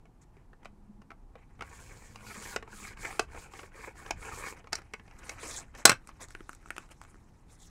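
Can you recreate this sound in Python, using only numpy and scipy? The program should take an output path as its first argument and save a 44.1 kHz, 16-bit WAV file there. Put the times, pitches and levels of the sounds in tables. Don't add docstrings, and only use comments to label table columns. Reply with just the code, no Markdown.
import sys
import numpy as np
from scipy import signal
from scipy.fft import rfft, irfft
from scipy.io import wavfile

SR = 44100
rng = np.random.default_rng(int(sys.argv[2]) if len(sys.argv) > 2 else 0)


def inscribe(sig):
    pcm = np.round(np.clip(np.atleast_2d(sig).T, -1, 1) * 32767)
    wavfile.write(sys.argv[1], SR, pcm.astype(np.int16))


N = 339555

# (frequency [Hz], relative level [dB])
AIR_SPECTRUM = [(18, 3.5), (40, -0.5), (60, -11), (120, -9), (200, -15), (350, -19.5), (600, -30),
                (850, -23), (1300, -34.5), (2000, -43.5), (3500, -49.5), (8000, -50), (12000, -54.5),
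                (16000, -67.5)]
AIR_DB = -56
# (time [s], level [dB])
DESK_RUMBLE = [(0.0, -75), (0.7, -67), (1.3, -59.5), (2.6, -52.5), (3.7, -57.5), (4.15, -51), (4.7, -57.5),
               (5.9, -57), (6.4, -63.5), (7.7, -61)]

# (time [s], dull rub [dB], bright rustle [dB])
HELD_CARD = [(0, -82.5, -95), (1.3, -84, -93), (1.65, -65.5, -78), (4.45, -76, -85), (5.15, -65.5, -75),
             (5.9, -69, -79), (6.5, -68.5, -70.5), (7.1, -76, -76), (7.7, -75, -83)]
# (fastest at [s], length [s], dull rub [dB], bright rustle [dB])
CARD_RUBS = [(0.228, 0.052, -70.5, -69.5), (0.375, 0.19, -74.5, -86), (0.658, .14, -75, -82),
             (1.39, 0.15, -69.5, -85), (4.584, 0.069, -54.5, -64), (4.767, 0.1, -48, -63),
             (5.194, 0.043, -60, -60.5), (5.298, 0.22, -52, -56.5), (5.438, 0.16, -48, -49.5),
             (5.529, .26, -48, -43.5), (5.787, 0.11, -51, -54), (6.092, 0.054, -54, -61.5),
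             (6.228, 0.072, -51, -47.5), (6.308, 0.096, -64.5, -60.5), (6.68, 0.08, -66, -67.5),
             (6.79, 0.2, -62.5, -64), (6.919, 0.04, -55.5, -58.5), (7.035, 0.077, -67, -67),
             (7.101, .07, -66.5, -72.5), (7.234, 0.24, -73, -85), (7.53, 0.13, -69, -63),
             (7.642, 0.18, -68.5, -59.5)]
RUB_RISE_SHARE = 0.49
# (frequency [Hz], relative level [dB])
DULL_SPECTRUM = [(150, -37.5), (250, -3), (730, -5.5), (900, -2.5), (1280, -3.5), (2250, -4.5), (2660, -9),
                 (3500, -18.5), (4550, -47.5), (7700, -120)]
# (frequency [Hz], relative level [dB])
RUSTLE_SPECTRUM = [(1650, -34.5), (2800, -13), (3560, -3), (4180, -9.5), (6770, 0.5), (7550, -5),
                   (9330, -6.5), (14900, -27.5), (16000, -26)]

# (time [s], body peak [dB], crack against the body [dB])
TRIMMER_KNOCKS = [(0.054, -47, -20), (0.367, -46.5, -24), (0.531, -43.5, -31), (0.63, -46.5, -22),
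                  (0.647, -44, -7), (0.655, -33.5, -15.5), (1.017, -48, -12), (1.104, -37, -24),
                  (1.115, -38.5, -24), (1.354, -40, -41), (1.592, -40.5, -31), (1.608, -29, -17),
                  (1.621, -26, -16.5), (2.157, -35.5, -7), (2.207, -43, -17), (2.561, -15, -10.5),
                  (2.625, -35, -18), (2.676, -39, -31), (2.971, -39, -10.5), (3.049, -31.5, -9),
                  (3.091, -35, -13), (3.194, -13.5, -5.5), (3.347, -36, -21), (3.536, -36, -16),
                  (3.592, -35.5, -12), (3.631, -38, -32), (3.791, -39.5, -33), (4.062, -34.5, -15),
                  (4.107, -17.5, -7), (4.226, -40, -11), (4.642, -43, -30), (4.671, -38.5, -15),
                  (4.723, -37, -5), (4.729, -22, 2), (4.753, -31.5, 8.5), (4.784, -36.5, -17),
                  (4.817, -42.5, -13), (4.936, -26, -10), (4.996, -38, -25), (5.078, -45, -21),
                  (5.11, -45, -11.5), (5.293, -31.5, 2.5), (5.43, -29.5, -22), (5.749, -38, -9.5)]
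# (frequency [Hz], level [dB], full 60 dB decay time [s])
TRAY_MODES = [(254, -16.5, 0.074), (469.6, -6.5, 0.11), (640, -13, 0.052), (832, -3, 0.052),
              (1093, -2, 0.053), (1313, -2, 0.07), (1470, -1, 0.058), (1817, -1.5, 0.025),
              (1963, -6, 0.076), (2178, -8.5, 0.077), (2482, -2, 0.055)]
# (frequency [Hz], width [Hz], level [dB])
TRAY_CRACK_MODES = [(3900, 160, -7), (4800, 220, -3), (5350, 440, 2), (5650, 1100, -1), (7570, 430, -5.5),
                    (8280, 990, -12.5), (11000, 3600, -28.5)]

# (start [s], length [s], first pitch [Hz], last pitch [Hz], level [dB])
HUM_TONES = [(.62, 0.57, 200, 213, -63), (1.75, 0.67, 108, 108, -63), (1.954, 1.2, 218, 198, -62)]

# (start [s], length [s], speed at the end of the run against its start [ratio], tray rattle [dB], blade hiss [dB])
CARRIAGE_STROKES = [(1.6, .64, 0.73, -56.5, -60.5), (2.17, .42, 1.59, -50.5, -55),
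                    (2.66, .3, 1.13, -50.5, -54.5), (2.955, .31, 0.6, -44.5, -52),
                    (3.27, .225, 0.95, -49.5, -58), (3.485, .225, 0.87, -56, -58.5),
                    (3.705, .225, 1.11, -48, -58), (3.925, .225, 1, -50.5, -60.5),
                    (4.145, .42, 1.71, -45, -55.5)]
PUSH_RISE_S, PUSH_FALL_S = 0.14, 0.1
PULL_RISE_S, PULL_FALL_S = 0.089, 0.083
# (frequency [Hz], relative level [dB])
BLADE_SPECTRUM = [(2600, 1.5), (3300, -7), (4200, -1.5), (5500, 2), (6500, -10.5), (8200, 20.5),
                  (9300, -7.5), (10500, -6), (12000, -10.5), (13800, -11), (16000, -21)]

# (time [s], body peak [dB], crack against the body [dB])
RAIL_DROPS = [(5.853, 4.5, 1), (5.876, -15.5, -12.5), (5.894, -7, 0), (5.904, -15.5, -11),
              (5.916, -13.5, -11), (5.926, -23.5, -17)]
# (frequency [Hz], level [dB], full 60 dB decay time [s])
RAIL_MODES = [(130, -20, .2), (196, -28, 0.12), (414, -23, 0.022), (580, -23, 0.21), (860, -11.5, 0.093),
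              (1160, -11.5, 0.063), (1441, -5.5, 0.069), (1575, -0.5, 0.046), (1822, -6, 0.056),
              (2093, -9, 0.12), (2452, -7.5, .05), (2525, -6.5, 0.068), (2826, -16, .025)]
# (frequency [Hz], width [Hz], level [dB])
RAIL_CRACK_MODES = [(4070, 220, -3), (4930, 320, -5), (5750, 300, 0.5), (7540, 1100, -7.5),
                    (7470, 250, 0.5), (8070, 460, -6.5), (10390, 1200, -13.5), (13000, 4700, -23.5)]

# (time [s], body peak [dB], crack against the body [dB])
CARD_SNAPS = [(6.073, -42.5, 4), (6.091, -37, -14), (6.285, -54, 9), (6.306, -42, -2), (6.35, -29.5, -21.5),
              (6.406, -33.5, -25), (6.493, -28, -9), (6.531, -42, -1.5), (6.549, -55.5, 11.5),
              (6.659, -37.5, -17), (6.675, -43, -14), (6.686, -46, -4), (6.705, -22.5, -11.5),
              (6.765, -32.5, -7), (6.781, -24, -11), (6.89, -49, -10), (7.015, -35.5, -8.5),
              (7.037, -44, -7), (7.05, -42, -21), (7.144, -45, -19), (7.156, -48, -22)]
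# (frequency [Hz], level [dB], full 60 dB decay time [s])
CARD_MODES = [(368, -1.5, 0.033), (795, -36, .025), (1400, 13, 0.015), (1790, 4, 0.015),
              (2460, -0.5, 0.026)]
# (frequency [Hz], width [Hz], level [dB])
CARD_CRACK_MODES = [(3900, 2000, -9), (7470, 1700, 2.5), (8800, 2900, -1.5), (13100, 2800, -17)]

TRAY_RING, RAIL_RING, CARD_RING = (0.77, 0.48), (0.75, 0.34), (0.94, 0.79)
TILT_PER_DB, USUAL_CRACK_DB, PIVOT_HZ = 0.5, -12.5, 1200

WALLS_T60_S, WALLS_DB, WALLS_HZ = 0.11, -15.5, 4630
CUTOFF_HZ = 15750


def amp(db):
    return 10 ** (np.asarray(db) / 20)


def rms_one(x):
    return x / np.sqrt(np.mean(x ** 2) + 1e-20)


def butter(x, order, hz, kind):
    return signal.sosfilt(signal.butter(order, hz, kind, fs=SR, output="sos"), x)


def flicker(depth_db, rate_hz):
    r = np.exp(-2 * np.pi * rate_hz * 20 / SR)
    noise = rng.standard_normal(N // 20 + 3002)
    slow = signal.lfilter([1], [1, -2 * r, r * r], noise)[3000:]
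    return np.interp(np.arange(N) / 20, np.arange(len(slow)), amp(depth_db * rms_one(slow)))


def grains(per_s, spread_db):
    sizes = amp(spread_db * np.minimum(rng.exponential(1, N), 5))
    chance = rng.uniform(-1, 1, N)
    return rms_one(sizes * np.sign(chance) * (np.abs(chance) < per_s / SR))


def resonate(x, hz, width_hz):
    r = np.exp(-np.pi * width_hz / SR)
    feedback = [1, -2 * r * np.cos(2 * np.pi * hz / SR), r * r]
    return signal.lfilter([(1 - r * r) / 2, 0, (r * r - 1) / 2], feedback, x)


def coloured(sources, spectrum, together_db, patchy_db, patch_rate):
    hz, db = np.transpose(spectrum)
    edges = np.geomspace(hz[0], hz[-1], int(3 * np.log2(hz[-1] / hz[0])) + 2)
    out = 0
    for k, (low, high) in enumerate(zip(edges, edges[1:])):
        band = butter(sources[k % 2], 2, [low, high], "band")
        band_db = np.interp(np.log(low * high) / 2, np.log(hz), db)
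        out = out + band * amp(band_db) * flicker(patchy_db, patch_rate)
    return rms_one(out * flicker(together_db, patch_rate))


def strokes(rows, dull_power, bright_power):
    t, dull_energy, bright_energy = np.arange(N) / SR, np.zeros(N), np.zeros(N)
    for s, rise, hold, fall, last_speed, dull_db, bright_db in rows:
        turns = np.cumsum([s, rise, hold, fall])
        span = slice(round(s * SR), round(turns[-1] * SR))
        ease = np.sin(np.pi / 2 * np.interp(t[span], turns, [0, 1, 1, 0]))
        speed = ease * np.interp(t[span], turns[1:3], [1, last_speed])
        dull_energy[span] += (amp(dull_db) * speed ** dull_power) ** 2
        bright_energy[span] += (amp(bright_db) * speed ** bright_power) ** 2
    return np.sqrt(dull_energy), np.sqrt(bright_energy)


def blows(rows, modes, crack, rings_for, contact_s, crack_t60, spread_db, detune, chatter, bass_hz):
    out, t = np.zeros(N + 3300), np.arange(3300) / SR
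    hz, mode_db, t60 = np.repeat(np.transpose(modes)[:, :, None], 5, axis=1)
    peaks_db = np.array(rows)[:, 1]
    for s, db, crack_db in rows:
        ring = np.interp(db, [peaks_db.min(), peaks_db.max()], rings_for)
        crispness_db = np.clip(crack_db - USUAL_CRACK_DB, -15, 8)
        tilt_db = TILT_PER_DB * crispness_db * np.log2(hz / PIVOT_HZ)
        strengths = amp(mode_db + tilt_db + spread_db * rng.standard_normal(hz.shape))
        pitch = hz * (1 + detune * rng.standard_normal(hz.shape))
        decays = amp(-60 * t / (t60 * ring))
        rings = np.sum(strengths * decays * np.sin(2 * np.pi * pitch * t), axis=0)

        press = t / contact_s * np.exp(-t / contact_s)
        press = press + chatter * np.exp(-t / (contact_s * 8 * ring))
        contacts = rng.standard_normal(1800) * press[:1800]
        body = signal.fftconvolve(rings, contacts)[:len(t)]

        burst = rng.standard_normal(len(t)) * np.minimum(t / contact_s, 1) * amp(-60 * t / (crack_t60 * ring))
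        bright = sum(amp(d) * (-1) ** k * resonate(burst, f, w) for k, (f, w, d) in enumerate(crack))
        at = round(s * SR)
        blow = body / np.abs(body).max() + amp(crack_db) * bright / np.abs(bright).max()
        out[at:at + len(t)] += amp(db) * blow
    return butter(out[:N], 2, bass_hz, "high")


def background():
    hz, db = np.transpose(AIR_SPECTRUM)
    bins = np.arange(1, N // 2 + 2) * SR / N
    shape = amp(np.interp(np.log(bins), np.log(hz), db)) * (bins > hz[0])
    air = irfft(rfft(rng.standard_normal(N)) * shape, N)
    low = butter(rng.standard_normal(N), 2, [22, 90], "band")
    lumps = rms_one(low * flicker(3.0, 2.5))
    desk_gain = amp(np.interp(np.arange(N) / SR, *np.transpose(DESK_RUMBLE)))
    return amp(AIR_DB) * rms_one(air) + desk_gain * lumps


def card_rub():
    rubs = []
    for fastest_s, length, *db in CARD_RUBS:
        rise = RUB_RISE_SHARE * length
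        rubs.append((fastest_s - rise, rise, 0, length - rise, 1, *db))
    dull_gain, bright_gain = strokes(rubs, dull_power=0.63, bright_power=2.11)
    s, *held_db = np.transpose(HELD_CARD)
    held_dull, held_bright = (amp(np.interp(np.arange(N) / SR, s, db)) for db in held_db)
    fibres = [grains(5000, spread_db=4.0), grains(5000, spread_db=2.0)]
    dull = coloured(fibres, DULL_SPECTRUM, together_db=2.5, patchy_db=2.5, patch_rate=25)
    bright = coloured(fibres, RUSTLE_SPECTRUM, together_db=1.15, patchy_db=3.5, patch_rate=24)
    return np.hypot(dull_gain, held_dull) * dull + np.hypot(bright_gain, held_bright) * bright


def trimmer_knocks():
    return blows(TRIMMER_KNOCKS, TRAY_MODES, TRAY_CRACK_MODES, TRAY_RING, contact_s=0.0016, crack_t60=0.029,
                 spread_db=4.0, detune=0.08, chatter=0.073, bass_hz=286)


def hum():
    out, t = 0, np.arange(N) / SR
    for s, length, first_hz, last_hz, db in HUM_TONES:
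        along = np.clip((t - s) / length, 0, 1)
        phase = 2 * np.pi * np.cumsum(first_hz + (last_hz - first_hz) * along) / SR
        swell = np.abs(np.sin(np.pi * along))
        out = out + np.sqrt(2) * amp(db) * swell * np.sin(phase)
    return out * flicker(5.8, 19)


def slide_strokes():
    rows = []
    for k, (s, length, *rest) in enumerate(CARRIAGE_STROKES):
        rise, fall = (PULL_RISE_S, PULL_FALL_S) if k % 2 else (PUSH_RISE_S, PUSH_FALL_S)
        rows.append((s, rise, max(length - rise - fall, 0), fall, *rest))
    return rows


def carriage():
    rattle_gain, hiss_gain = strokes(slide_strokes(), dull_power=1.0, bright_power=1.55)
    ridges = grains(1500, spread_db=2.0) * flicker(3.8, 35)
    lone_catches = grains(45, spread_db=2.5)
    shake = ridges + 0.54 * lone_catches
    rattle = 0
    for k, (hz, db, t60) in enumerate(TRAY_MODES):
        share = amp(db) * flicker(3.1, 19.0) / hz ** 0.54 * (-1) ** k
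        rattle = rattle + share * resonate(shake, hz, 17.0 / t60)
    rattle = butter(rattle, 4, 3000, "low")

    groove = [grains(9900, spread_db=4.0), grains(10000, spread_db=2.5)]
    hiss = coloured(groove, BLADE_SPECTRUM, together_db=1.46, patchy_db=1.96, patch_rate=13.4)
    edge = butter(hiss, 2, 9500, "high")
    brightness = np.minimum(hiss_gain / amp(-64), 1) ** 0.18
    return rattle_gain * rms_one(rattle) + hiss_gain * (hiss - (1 - brightness) * edge)


def rail_drop():
    return blows(RAIL_DROPS, RAIL_MODES, RAIL_CRACK_MODES, RAIL_RING, contact_s=0.0017, crack_t60=0.048,
                 spread_db=2.0, detune=0.049, chatter=0.17, bass_hz=100)


def card_snaps():
    return blows(CARD_SNAPS, CARD_MODES, CARD_CRACK_MODES, CARD_RING, contact_s=0.00038, crack_t60=0.012,
                 spread_db=1, detune=0.077, chatter=0.047, bass_hz=200)


def walls(x):
    t = np.arange(int(0.4 * SR)) / SR
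    tail = rng.standard_normal(len(t)) * amp(-60 * t / WALLS_T60_S) * (t > 0.004)
    dull = np.exp(-2 * np.pi * WALLS_HZ / SR)
    tail = signal.lfilter([1 - dull], [1, -dull], tail)
    return signal.fftconvolve(x, tail / np.sqrt(np.sum(tail ** 2)))[:N]


def scene():
    near = card_rub() + trimmer_knocks() + carriage() + rail_drop() + card_snaps()
    return (near + amp(WALLS_DB) * walls(near) + hum() + background())[None]


def record(dry):
    ceiling = 0.72
    flattened = ceiling * np.tanh(dry / ceiling)
    return signal.sosfilt(signal.ellip(10, 0.5, 60, CUTOFF_HZ, fs=SR, output="sos"), flattened)


dry = scene()
out = record(dry)
inscribe(out)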